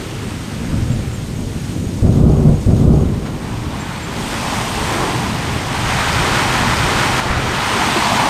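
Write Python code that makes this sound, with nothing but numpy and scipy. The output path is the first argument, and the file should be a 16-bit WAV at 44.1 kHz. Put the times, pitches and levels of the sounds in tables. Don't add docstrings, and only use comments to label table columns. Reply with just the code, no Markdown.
import sys
import numpy as np
from scipy import signal
from scipy.fft import rfft, irfft, next_fast_len
from scipy.io import wavfile
from scipy.ndimage import uniform_filter1d, minimum_filter1d, map_coordinates

SR = 44100
rng = np.random.default_rng(int(sys.argv[2]) if len(sys.argv) > 2 else 0)


def master_out(mix):
    frames = np.transpose(np.atleast_2d(mix))
    ceiling = np.clip(frames, -1, 1)
    pcm = np.round(ceiling * 32767).astype(np.int16)
    wavfile.write(sys.argv[1], SR, pcm)


N = 365588


def amp(db):
    return 10 ** (np.asarray(db) / 20)


def unit(x):
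    return x / np.sqrt(np.mean(x ** 2) + 1e-20)


def noise():
    return rng.standard_normal(N)


def curves(table):
    seconds, *columns = np.transpose(table)
    return [np.interp(np.arange(N) / SR, seconds, column) for column in columns]


def wobble(rate):
    knots = rng.standard_normal(N // 500)
    return map_coordinates(knots, [np.arange(N) * min(rate, 80) / SR])


def coloured(x, spectrum):
    padded = next_fast_len(N + 8192)
    hz, db = np.transpose(spectrum)
    bins = np.fft.rfftfreq(padded, 1 / SR)
    gain = amp(np.interp(np.log(bins + 1), np.log(hz + 1), db))
    return unit(irfft(rfft(x, padded) * gain, padded)[:N])


def grainy(spread_db):
    sizes_db = spread_db * rng.standard_normal(N // 24 + 1)
    return noise() * amp(sizes_db.repeat(24)[:N])


def patchy(x, depth_db):
    cells = signal.stft(x, nperseg=512)[2]
    field = uniform_filter1d(rng.standard_normal(cells.shape), size=8, axis=0)
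    field = uniform_filter1d(field, size=10, axis=1)
    return signal.istft(cells * amp(depth_db * unit(field)), nperseg=512)[1][:N]


def add(track, s, sound):
    track[round(s * SR):][:len(sound)] += sound


def volcano():
    return steady_roll() + great_boom() + pressure_fronts()


# time in seconds, deep level in dB, body level in dB.
ROLL_LEVELS = [(0, -29.5, -30.5), (.5, -26.5, -28.5), (.76, -19.5, -23.5), (1.29, -25, -29),
               (1.4, -22, -25.5), (1.65, -26, -29.5), (1.76, -20, -22.5), (2.0, -23, -26.5),
               (3.3, -26.5, -27.5), (3.63, -24, -26), (3.85, -28, -29.5), (4.5, -26.5, -27),
               (5.3, -24, -24.5), (5.6, -23, -30), (6.7, -22, -25), (7.2, -29, -34), (7.32, -21, -25),
               (7.6, -28, -28.5), (8.29, -28.5, -23)]
# frequency in Hz, density in dB per Hz.
DEEP_SPECTRUM = [(10, -34), (25, -9.5), (50, -6), (90, -1.5), (130, -0.5), (170, -8.5), (260, -120)]
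BODY_SPECTRUM = [(80, -120), (120, -24), (160, -4), (230, -4.5), (320, -11.5), (400, -33.5), (600, -120)]
SHARP_SPECTRUM = [(180, -120), (260, -3), (320, -1), (380, 0.5), (450, -2), (620, -8), (800, -14.5),
                  (1200, -120)]
EDGE_DB = -8
HEAVE_DB, HEAVES_PER_S = 1, 7


def steady_roll():
    deep_db, body_db = curves(ROLL_LEVELS)
    layers = [(deep_db, DEEP_SPECTRUM), (body_db, BODY_SPECTRUM), (body_db + EDGE_DB, SHARP_SPECTRUM)]
    return sum(amp(db + HEAVE_DB * wobble(HEAVES_PER_S)) * coloured(noise(), spectrum)
               for db, spectrum in layers)


# time in seconds, level in dB.
BOOM_LEVELS = [(2.02, -16), (2.042, -10), (2.18, -12.5), (2.252, -8), (2.432, -12), (2.476, -8.5),
               (2.55, -15), (2.6, -18.5), (3.04, -16), (3.3, -25.5), (3.4, -19)]
# frequency in Hz, density in dB per Hz.
BLAST_SPECTRUM = [(12, -42), (30, -10), (80, 1), (113, -7), (146, 1.5), (188, -8), (225, -3.5), (306, -16),
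                  (380, -11.5), (424, -23), (619, -25.5), (690, -29), (1010, -34), (1500, -42), (1950, -96),
                  (3300, -120)]
CRACKLE_DB = -14
CRACKLE_SPREAD_DB, CRACKLE_LUMPS_DB = 3.5, 2.5
CRACK_DB, CRACK_DELAY_S, CRACK_PEAK_S = -24, .006, .008


def great_boom():
    (boom_db,), clock = curves(BOOM_LEVELS), np.arange(N) / SR
    start, end = BOOM_LEVELS[0][0], BOOM_LEVELS[-1][0]
    gate = np.clip(np.minimum((clock - start) / 0.014, (end - clock) / 0.13), 0, 1)
    boom = gate * amp(boom_db) * coloured(amp(.9 * wobble(30)) * noise(), BLAST_SPECTRUM)
    u = np.maximum(clock - start - CRACK_DELAY_S, 0) / CRACK_PEAK_S
    crack = amp(CRACK_DB) * u * np.exp(1 - u)
    crackle = gate * amp(boom_db + CRACKLE_DB + CRACKLE_LUMPS_DB * wobble(20))
    return boom + (crackle + crack) * coloured(grainy(CRACKLE_SPREAD_DB), SHARP_SPECTRUM)


# start in seconds, level in dB before the envelope, pitch in Hz.
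FRONT_HITS = [(.73, -10, 120), (0.903, -7.5, 115), (0.936, -6.5, 114), (0.99, -6.5, 99), (2.023, 0, 95),
              (2.0442, -1, 99), (2.09, 3, 118), (2.173, -7, 101), (2.234, 1, 90), (2.297, 0.5, 115),
              (2.475, -8, 111), (2.496, -1, 69.5), (2.532, -2, 91.5), (3.12, -7, 109), (5.142, -11.5, 316),
              (7.3, -8, 55.5), (7.367, -7.5, 98), (7.961, -7, 350)]
RIPPLE = 0.08


def pressure_fronts():
    fronts, t = np.zeros(N), np.arange(SR // 10) / SR
    for s, db, hz in FRONT_HITS:
        phase = 2 * np.pi * hz * t
        push = np.sin(phase) + RIPPLE * np.sin(5.3 * phase)
        rise = 1 - np.exp(-t / 0.0011)
        fall = amp(db - 60 * t / 0.072)
        add(fronts, s, -fall * rise * push)
    return fronts


# time in seconds, hollow roar level in dB, rush level in dB, foam level in dB.
SURF_LEVELS = [(0, -38.5, -37, -37.5), (1, -42.5, -42, -39), (1.95, -44.5, -48.5, -38),
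               (2.35, -40, -50, -41.5), (3.2, -41.5, -43, -43.5), (3.6, -34.5, -38, -40),
               (4.1, -33.5, -33, -38), (4.19, -31, -32, -32), (4.6, -24.5, -29.5, -28.5),
               (5.2, -23.5, -28, -30.5), (5.43, -28.5, -29.5, -32.5), (5.68, -26.5, -28, -32.5),
               (5.92, -24, -24, -28.5), (6.45, -21, -21, -27), (6.74, -20.5, -22, -28.5),
               (7.21, -23, -25.5, -33.5), (7.36, -26.5, -25.5, -35), (7.6, -24, -23.5, -30),
               (8.05, -18, -20, -25), (8.29, -16.5, -22.5, -27.5)]
# frequency in Hz, density in dB per Hz.
HOLLOW_SPECTRUM = [(350, -120), (520, -11), (680, -4.5), (800, -1.5), (950, -1), (1150, -3), (1400, -35),
                   (2000, -120)]
RUSH_SPECTRUM = [(850, -120), (1200, -2.5), (1400, -3), (2000, -6.5), (2600, -12), (3500, -120)]
WASH_SPECTRUM = [(1180, -35), (2000, -5), (3000, -2.5), (6800, -15), (8840, -27), (15000, -120)]
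FOAM_SPECTRUM = [(3240, -6), (5500, -7.5), (7580, -8.5), (8600, -5.5), (10200, -16), (13300, -19),
                 (14900, -25)]
WASH_DB, WASH_FOAM_SHARE = -0.47, 0.3
THUD_DB, THUD_RUSH_DB, THUD_GROWS = -28.5, -21, 0.62
SPLASH_S, SPLASH_DB, SPLASH_RISE_S, SPLASH_FALL_S = 3.265, 6.5, 0.013, 0.023
SPLASH_FOAM_SHARE = .4


def surf():
    since = np.arange(N) / SR - SPLASH_S
    splash_db = SPLASH_DB * np.exp(np.minimum(since / SPLASH_RISE_S, -since / SPLASH_FALL_S))
    hollow_db, rush_db, foam_db = curves(SURF_LEVELS)
    hollow_db = hollow_db + splash_db
    rush_db = rush_db + splash_db
    foam_db = foam_db + SPLASH_FOAM_SHARE * splash_db
    wash_db = WASH_DB + rush_db + WASH_FOAM_SHARE * (foam_db - rush_db)
    thud_db = THUD_DB + THUD_GROWS * (rush_db - THUD_RUSH_DB) + 2.54 * wobble(5)
    surge = .6 * wobble(6) + .4 * wobble(18)

    thud = amp(thud_db) * coloured(noise(), SHARP_SPECTRUM)
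    hollow = amp(hollow_db + 0.84 * surge) * coloured(patchy(grainy(2.3), depth_db=1.0), HOLLOW_SPECTRUM)
    rush = amp(rush_db + 1.8 * surge) * coloured(patchy(grainy(1.1), depth_db=0.8), RUSH_SPECTRUM)
    wash = amp(wash_db + 0.32 * surge) * coloured(patchy(grainy(2.1), depth_db=0.6), WASH_SPECTRUM)
    foam = amp(foam_db + 0.53 * surge) * coloured(patchy(grainy(1.4), depth_db=0.75), FOAM_SPECTRUM)
    return thud + hollow + rush + wash + foam


def stroke(hz, fall_hz, length, bend):
    u = np.arange(round(length * SR)) / (length * SR)
    pitch = hz - fall_hz * u ** bend
    swell = np.sin(np.pi * u) ** .6
    return swell * np.sin(2 * np.pi * np.cumsum(pitch) / SR)


# time in seconds, level in dB before each stroke's own offset.
TRILL_LEVELS = [(.4, -47), (1.85, -43), (2.6, -47.5), (3.05, -50), (4.0, -53)]
# start in seconds, level in dB.
CHIRP_HITS = [(.908, -38), (1.13, -38), (3.795, -37), (4.021, -36)]
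TRILL_START_S, TRILL_EVERY_S = .395, .2385
TRILL_REST = 14


def crickets():
    far, near = np.zeros(N), np.zeros(N)
    beats = np.delete(TRILL_START_S + TRILL_EVERY_S * np.arange(16), TRILL_REST)
    for s, chance in zip(beats, rng.standard_normal((len(beats), 3))):
        db = np.interp(s, *np.transpose(TRILL_LEVELS))
        for k, offset_db in enumerate([2, 1.5, -7]):
            level = amp(db + offset_db + 1.5 * chance[k])
            add(far, s + .052 * k, level * stroke(6740, 210, .034, 1.2))
    for s, db in CHIRP_HITS:
        add(near, s, amp(db) * stroke(7410, 300, 0.036, 3.5))
    t = np.arange(SR // 2) / SR
    tail = amp(-60 * t / 1.1) * rng.standard_normal(len(t))
    sends = amp(-3) * far + amp(-8) * near
    echoes = signal.fftconvolve(sends, tail / np.linalg.norm(tail))[:N]
    return far + near + echoes


# frequency in Hz, density in dB per Hz.
HISS_SPECTRUM = [(2500, -120), (4000, -13), (5500, 0), (9000, -4), (14800, -7), (16000, -20)]


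def microphone_hiss():
    return amp(-52.0) * coloured(noise(), HISS_SPECTRUM)


def scene():
    return (volcano() + surf() + crickets() + microphone_hiss())[None]


# source start in seconds, second start in seconds, length in seconds.
REPEATED_STRETCHES = [(1.96, 2.6, .44), (6.105, 6.745, .46)]
TOP_HZ = 15050


def record(dry):
    need = np.minimum(1, .97 / (np.abs(dry) + 1e-9))
    held = minimum_filter1d(need, size=1323)
    out = dry * uniform_filter1d(held, size=1323)
    for start, again, length in REPEATED_STRETCHES:
        steps = np.arange(round(length * SR))
        t = steps / SR
        blend = np.clip(np.minimum(t, length - t) / .003, 0, 1)
        old, new = round(start * SR) + steps, round(again * SR) + steps
        out[:, new] += blend * (out[:, old] - out[:, new])
    padded = next_fast_len(N + 8192)
    passed = np.fft.rfftfreq(padded, 1 / SR) < TOP_HZ
    return irfft(rfft(out, padded) * passed, padded)[:, :N]


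dry = scene()
out = record(dry)
master_out(out)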